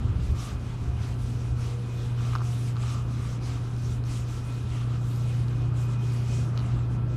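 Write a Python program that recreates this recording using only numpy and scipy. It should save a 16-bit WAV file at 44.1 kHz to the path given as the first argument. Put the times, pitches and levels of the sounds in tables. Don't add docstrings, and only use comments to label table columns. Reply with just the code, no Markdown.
import sys
import numpy as np
from scipy import signal
from scipy.io import wavfile

SR = 44100
rng = np.random.default_rng(int(sys.argv[2]) if len(sys.argv) > 2 else 0)


def to_wav(sig):
    pcm = np.clip(np.atleast_2d(sig), -1, 1) * 32767
    pcm = np.round(pcm).astype(np.int16)
    wavfile.write(sys.argv[1], SR, pcm.T)


N = 315756

# time in seconds, level in dB, brightness in dB per octave.
ROAR_CURVE = [(0.0, -41.5, -0.5), (0.74, -44, 1), (1.3, -43, -0.5), (1.81, -44, 0.5), (4.73, -43.5, 0.5),
              (5.96, -41, 0), (7.16, -39.5, -1.5)]
# frequency in Hz, strength in dB per Hz.
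ROAR_SPECTRUM = [(70, -27), (130, -10), (200, -0.5), (300, -4), (450, -12.5), (700, -17), (1000, -17),
                 (1350, -17.5), (1800, -29), (3000, -31), (6000, -51), (9000, -56), (11500, -68),
                 (13500, -62)]
# time in seconds, level in dB.
DRAUGHT_CURVE = [(0.0, -27.5), (0.32, -26.5), (0.45, -35.5), (1.4, -32), (2.15, -38), (2.6, -35),
                 (3.2, -36.5), (3.9, -33.5), (4.6, -39), (5.6, -34.5), (6.0, -40.5), (6.6, -33),
                 (7.16, -35)]
# frequency in Hz, strength in dB per Hz.
DRAUGHT_SPECTRUM = [(18, -28), (28, -14), (40, -13.5), (60, -3.5), (90, -6.5), (130, -14), (200, -22),
                    (350, -39)]
# top in seconds, rise in seconds, fall in seconds, peak in dB.
GUST_SWELLS = [(0.9, .2, 0.086, -30), (1.52, 0.028, .08, -33), (4.71, 0.094, 0.11, -34),
               (6.74, 0.12, 0.063, -30.5)]
# start in seconds, peak in dB, pitch in Hz.
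BUFFET_EVENTS = [(0.042, -20, 110), (0.094, -18.5, 100), (0.178, -23, 58), (0.284, -29, 67),
                 (0.307, -20, 100), (0.539, -24.5, 71.4), (.876, -20, 68), (1.005, -19.5, 104),
                 (1.505, -31, 72), (6.725, -31, 65)]

# top in seconds, rise in seconds, fall in seconds, peak in dB.
CREAK_SWELLS = [(0.1, .1, 0.23, -55.5), (0.48, 0.25, 0.12, -52), (1.04, 0.16, 0.09, -59),
                (1.7, 0.2, 0.046, -57), (2.3, 0.16, .25, -52), (2.95, 0.17, .13, -47),
                (3.22, 0.18, 0.17, -51.5), (3.55, 0.13, 0.1, -54), (4.36, 0.089, .06, -58),
                (4.88, 0.24, 0.26, -54), (5.7, 0.2, .35, -57.5), (6.6, 0.32, .4, -55)]
CREAK_REST_DB, CREAK_WAVER_DB = -71.5, 1.5
CREAK_HZ, SLIPS_PER_S = 1200, 900
# start in seconds, then level in dB of the low, middle and high modes.
TICK_EVENTS = [(2.207, -37, -54, -60), (2.334, -33, -52, -56), (2.3524, -19.5, -37, -39),
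               (2.359, -22, -47, -43), (2.384, -39, -43, -52), (2.393, -37, -60, -60),
               (2.406, -32, -58, -62), (2.411, -35, -60, -60), (2.417, -30, -60, -55),
               (2.758, -37, -52, -60), (2.767, -34, -40, -58), (2.773, -36, -60, -60),
               (2.829, -40, -41, -56), (2.836, -34, -60, -60), (3.765, -60, -58, -50),
               (4.039, -51, -44, -51), (5.160, -54, -54, -47), (5.483, -60, -43.5, -52),
               (5.622, -62, -60, -52), (6.5742, -34, -60, -62), (6.5758, -50, -33, -40.5),
               (6.590, -38, -43, -54), (6.594, -44, -40, -52), (6.603, -38, -41, -58)]
# frequency in Hz, level in dB against the tick, half the time to the top in ms.
CASING_MODES = [
    [(1200, 0.5, 0.51)],
    [(2260, -9, 0.35), (3060, -1.5, .3), (4160, 4.5, 0.19)],
    [(5100, 0, 0.5), (6660, -1, .2), (12300, -14, .25)],
]

# top in seconds, rise in seconds, fall in seconds, peak in dB,
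# brightness in dB per octave, sizzle in dB against the peak.
SWISH_SWELLS = [(0.02, 0.12, 0.27, -59, -7, -7), (0.27, 0.11, 0.091, -54.5, 1, -7),
                (0.43, 0.097, 0.15, -46, -0.5, -5), (0.68, 0.12, 0.15, -56, -2.5, -6),
                (0.84, .08, 0.094, -59, -1.5, -3), (1.06, 0.11, 0.13, -50, -2.5, -10.5),
                (1.24, 0.083, .15, -53.5, 1.5, -9), (1.44, 0.21, 0.14, -55.5, 0.5, -5.5),
                (1.63, 0.08, 0.18, -50.5, -.5, -4.5), (2.06, 0.35, 0.11, -53.5, 0.5, -7.5),
                (2.28, 0.16, 0.16, -48.5, -1.5, -9.5), (2.52, 0.13, 0.14, -49, 2.5, -9.5),
                (2.67, 0.12, 0.076, -49, 3, -10), (2.89, .15, 0.16, -48, -1, -5),
                (3.3, 0.28, 0.11, -51, -1, -5.5), (3.49, 0.1, 0.15, -48, -1.5, -7.5),
                (3.68, 0.094, 0.1, -57, 1, -6), (3.92, 0.2, 0.088, -52.5, 2, -3),
                (4.15, 0.12, 0.12, -48, 1, -5.5), (4.35, 0.11, .08, -49, 0.5, -8.5),
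                (4.53, 0.16, 0.16, -51, 1, -8), (4.76, 0.14, 0.15, -50.5, -1.5, -7),
                (4.929, 0.079, .08, -54.5, -2.5, -7.5), (5.15, 0.2, 0.14, -53, 4.5, -6),
                (5.35, 0.21, 0.17, -52, 0, -9), (5.519, 0.068, 0.24, -56, -1.5, -7),
                (5.81, 0.086, 0.08, -53, 3, -6), (5.93, 0.079, 0.053, -53, -2.5, -7),
                (6.12, 0.17, 0.24, -50.5, 0.5, -7), (6.35, 0.13, 0.2, -50, -0.5, -2.5),
                (6.599, 0.082, 0.35, -54.5, -4, -9.5), (6.94, .06, 0.042, -59, -3, -7),
                (7.16, .1, .1, -60.5, -4, -4)]
# time in seconds, level in dB.
RUSTLE_CURVE = [(0.0, -58.5), (3.0, -57), (4.0, -60.5), (6.2, -61.5), (7.16, -63)]
# frequency in Hz, strength in dB per Hz.
SWISH_SPECTRUM = [(700, 1), (1500, -3.5), (2600, 1), (4000, -2), (5200, -5), (6500, -8.5), (8000, -10.5),
                  (9800, -9), (11500, -26), (13500, -16.5)]
# frequency in Hz, strength in dB per Hz.
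SIZZLE_SPECTRUM = [(4600, -8), (5800, 6), (6600, 4.5), (7600, 2.5), (9500, -27.5)]
SWELL_ROUNDNESS = 1.02

# time in seconds, level in dB.
HUM_CURVE = [(0.0, -32.5), (0.36, -32.5), (0.48, -37), (0.62, -34.5), (1.1, -32), (1.29, -29.5),
             (2.05, -29), (2.13, -26.5), (2.63, -26.5), (3.3, -30.5), (3.67, -28.5), (4.22, -29),
             (4.33, -32), (4.63, -30.5), (4.79, -27.5), (5.5, -25.5), (6.5, -25.5), (6.8, -26), (7.16, -27)]
HUM_HZ = 119.75
# multiple of the hum's pitch, level in dB against the hum.
HUM_MULTIPLES = [(2, -30), (3, -35)]
# pitch in Hz, level in dB.
SHAFT_LINES = [(86.5, -49), (179.3, -56.5), (208.3, -58), (272, -57), (389, -60), (424, -63.5),
               (443, -70.5)]
SHAFT_WAVER_DB = 2.5
# time in seconds, level in dB.
FIFTH_CURVE = [(0.0, -45), (0.46, -56), (0.8, -44), (1.6, -62), (2.45, -48.5), (3.27, -46), (4.27, -51.5),
               (5.5, -40), (7.16, -41)]
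FIFTH_HZ = 149.4
# time in seconds, fourth multiple in dB, high shaft tone in dB.
FOURTH_AND_HIGH_CURVES = [(0.0, -60, -74), (0.8, -71, -61.5), (1.5, -57.5, -64), (2.1, -54, -71),
                          (2.5, -70, -62.5), (3.302, -60.5, -73), (3.8, -70, -66), (5.2, -60.5, -66),
                          (6.1, -73.5, -64.5), (7.16, -74, -64)]
# fourth multiple of the hum in Hz, high shaft tone in Hz.
FOURTH_AND_HIGH_PITCHES = (478.6, 712.0)
FOURTH_AND_HIGH_WAVER_DB, FOURTH_AND_HIGH_WAVER_RATE_HZ = 3, 3.0
# top in seconds, rise in seconds, fall in seconds, peak in dB.
LOW_WHINE_SWELLS = [(0.0, .1, .6, -64), (2.33, 0.23, 0.2, -61), (2.87, .2, 0.16, -59), (4.4, 0.13, .5, -59),
                    (5.92, 0.11, 0.14, -54.5), (6.62, .3, 0.13, -59), (7.1, 0.4, .3, -57)]
# top in seconds, rise in seconds, fall in seconds, peak in dB.
HIGH_WHINE_SWELLS = [(0.9, .6, 0.27, -66), (1.62, 0.088, 0.16, -64), (1.88, 0.055, 0.34, -62),
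                     (2.23, 0.12, 0.32, -61), (4.56, 0.17, 0.09, -59), (5.31, .1, 0.12, -57.5),
                     (5.63, 0.09, .1, -62.5), (5.9, 0.18, 0.36, -59.5), (6.37, .12, .12, -57.5)]
# lower in Hz, higher in Hz.
WHINE_PITCHES = (1337, 2491)
# lower in dB, higher in dB.
WHINE_RESTS = (-64, -68.5)

PORT_HZ, PORT_WIDTH_HZ = 13050, 600
PORT_DB = 3.0
CUTOFF_HZ = 13060


def from_db(db):
    return 10 ** (np.asarray(db) / 20)


def rms_one(x):
    return x / np.sqrt(np.mean(x ** 2) + 1e-20)


def in_time(rows):
    s, *columns = np.transpose(rows)
    t = np.arange(N) / SR
    return [np.interp(t, s, column) for column in columns]


def drift(rate):
    pole = np.exp(-2 * np.pi * rate * 40 / SR)
    noise = rng.standard_normal(N // 40 + 2002)
    slow = signal.lfilter([1], [1, -2 * pole, pole * pole], noise)[2000:]
    slow = rms_one(slow - slow.mean())
    return np.interp(np.arange(N) / 40, np.arange(len(slow)), slow)


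def swells(rows, rest_db):
    t = np.arange(N) / SR
    powers = []
    for top, rise, fall, peak_db, *_ in rows:
        distance = np.where(t < top, (top - t) / rise, (t - top) / fall)
        shape = np.cos(np.pi / 2 * np.clip(distance, 0, 1)) ** (2 * SWELL_ROUNDNESS)
        powers.append(from_db(2 * peak_db) * shape)
    powers.append(np.full(N, from_db(2 * rest_db)))
    return np.array(powers)


def swell_gain(rows, rest_db):
    return np.sqrt(swells(rows, rest_db).sum(0))


def banded_noise(colour, patchy_db, patch_rate, tilt_db=0, pivot=5000):
    knots_hz, knots_db = np.transpose(colour)
    edges = 16 * 2 ** (np.arange(31) / 3)
    edges = edges[(edges >= knots_hz[0] * .9) & (edges <= knots_hz[-1] * 1.25)]
    white = rng.standard_normal((2, N + SR // 4))
    out = 0
    for k, (low, high) in enumerate(zip(edges, edges[1:])):
        band_filter = signal.butter(2, [low, high], "band", fs=SR, output="sos")
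        band = signal.sosfilt(band_filter, white[k % 2])[-N:]
        hz = np.sqrt(low * high)
        level_db = np.interp(np.log(hz), np.log(knots_hz), knots_db) + tilt_db * np.log2(hz / pivot)
        out = out + band * from_db(level_db + patchy_db * drift(patch_rate))
    return rms_one(out)


def tone(hz):
    turns = np.cumsum(np.broadcast_to(hz, N)) / SR + rng.random()
    return np.sqrt(2) * np.sin(2 * np.pi * turns)


def ring(clicks, hz, t60):
    pole = from_db(-60 / (t60 * SR))
    w = 2 * np.pi * hz / SR
    return signal.lfilter([0, np.sin(w)], [1, -2 * pole * np.cos(w), pole * pole], clicks + 1e-18)


def knock(hz, swell_ms):
    t = np.arange(SR // 50) / SR
    u = t * 1000 / swell_ms
    return (u / 2) ** 2 * np.exp(2 - u) * np.sin(2 * np.pi * hz * t)


def air_roar():
    level_db, tilt_db = in_time(ROAR_CURVE)
    noise = banded_noise(ROAR_SPECTRUM, patchy_db=1.0, patch_rate=7.3, tilt_db=tilt_db, pivot=370)
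    return from_db(level_db) * noise


def draught():
    gusting = swell_gain(GUST_SWELLS, in_time(DRAUGHT_CURVE)[0])
    return gusting * banded_noise(DRAUGHT_SPECTRUM, patchy_db=-0.5, patch_rate=4.4)


def buffets():
    t = np.arange(SR // 10) / SR
    out = np.zeros(N + len(t))
    for start, peak_db, hz in BUFFET_EVENTS:
        u = 2 * hz * t
        push = (u / 2) ** 2 * np.exp(2 - u) * np.cos(2 * np.pi * hz * t)
        at = int(start * SR)
        out[at:at + len(t)] -= from_db(peak_db) * push
    return out[:N]


def casing_creaks():
    sizes = from_db(2.1 * np.minimum(rng.exponential(1, N), 5)) * rng.choice([-1, 1], N)
    slips = sizes * (rng.random(N) < SLIPS_PER_S / SR)
    creak = rms_one(ring(ring(slips, CREAK_HZ, .009), CREAK_HZ, .014))
    return swell_gain(CREAK_SWELLS, CREAK_REST_DB) * from_db(CREAK_WAVER_DB * drift(15)) * creak


def casing_ticks():
    out = np.zeros(N)
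    start, *levels_db = np.transpose(TICK_EVENTS)
    for group, level_db in zip(CASING_MODES, levels_db):
        clicks = np.zeros(N)
        clicks[(start * SR).astype(int)] = from_db(level_db)
        struck = sum(from_db(db) * knock(hz, ms) for hz, db, ms in group)
        out += signal.fftconvolve(clicks, struck)[:N]
    return out


def clothing():
    powers = swells(SWISH_SWELLS, in_time(RUSTLE_CURVE)[0])
    total = powers.sum(0)
    *_, brightness, sizzle_db = np.transpose(SWISH_SWELLS)
    tilt_db = brightness @ powers[:-1] / total
    swish = banded_noise(SWISH_SPECTRUM, patchy_db=1.83, patch_rate=11.0, tilt_db=tilt_db)
    sizzle = banded_noise(SIZZLE_SPECTRUM, patchy_db=3.0, patch_rate=8.3)
    sizzle_power = from_db(2 * sizzle_db) @ powers[:-1]
    return np.sqrt(total) * swish + np.sqrt(sizzle_power) * sizzle


def whines():
    out = np.zeros(N)
    for hz, rows, rest_db in zip(WHINE_PITCHES, (LOW_WHINE_SWELLS, HIGH_WHINE_SWELLS), WHINE_RESTS):
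        flutter = from_db(2.16 * drift(11.6))
        out += swell_gain(rows, rest_db) * flutter * tone(hz + drift(5.7))
    return out


def shaft_tones():
    fifth_db = in_time(FIFTH_CURVE)[0] + SHAFT_WAVER_DB * drift(2.7)
    out = from_db(fifth_db) * tone(FIFTH_HZ)
    for hz, db in SHAFT_LINES:
        out += from_db(db + SHAFT_WAVER_DB * drift(1.8)) * tone(hz)
    return out


def fourth_multiple_and_high_shaft_tone():
    out = np.zeros(N)
    for hz, db in zip(FOURTH_AND_HIGH_PITCHES, in_time(FOURTH_AND_HIGH_CURVES)):
        level_db = db + FOURTH_AND_HIGH_WAVER_DB * drift(FOURTH_AND_HIGH_WAVER_RATE_HZ)
        out += from_db(level_db) * tone(hz + 1.49 * drift(6.1))
    return out


def motor_hum():
    hum = tone(HUM_HZ)
    for multiple, db in HUM_MULTIPLES:
        hum += from_db(db + 2.0 * drift(0.52)) * tone(multiple * HUM_HZ)
    return from_db(in_time(HUM_CURVE)[0]) * hum


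def scene():
    air = air_roar() + draught() + buffets()
    casing = casing_creaks() + casing_ticks()
    motors = whines() + shaft_tones() + fourth_multiple_and_high_shaft_tone() + motor_hum()
    return (air + casing + clothing() + motors)[None]


def record(dry):
    b, a = signal.iirpeak(PORT_HZ, PORT_HZ / PORT_WIDTH_HZ, fs=SR)
    lifted = dry + from_db(PORT_DB) * signal.lfilter(b, a, dry)
    top_cut = signal.ellip(12, .5, 60, CUTOFF_HZ, fs=SR, output="sos")
    return signal.sosfilt(top_cut, lifted)


dry = scene()
out = record(dry)
to_wav(out)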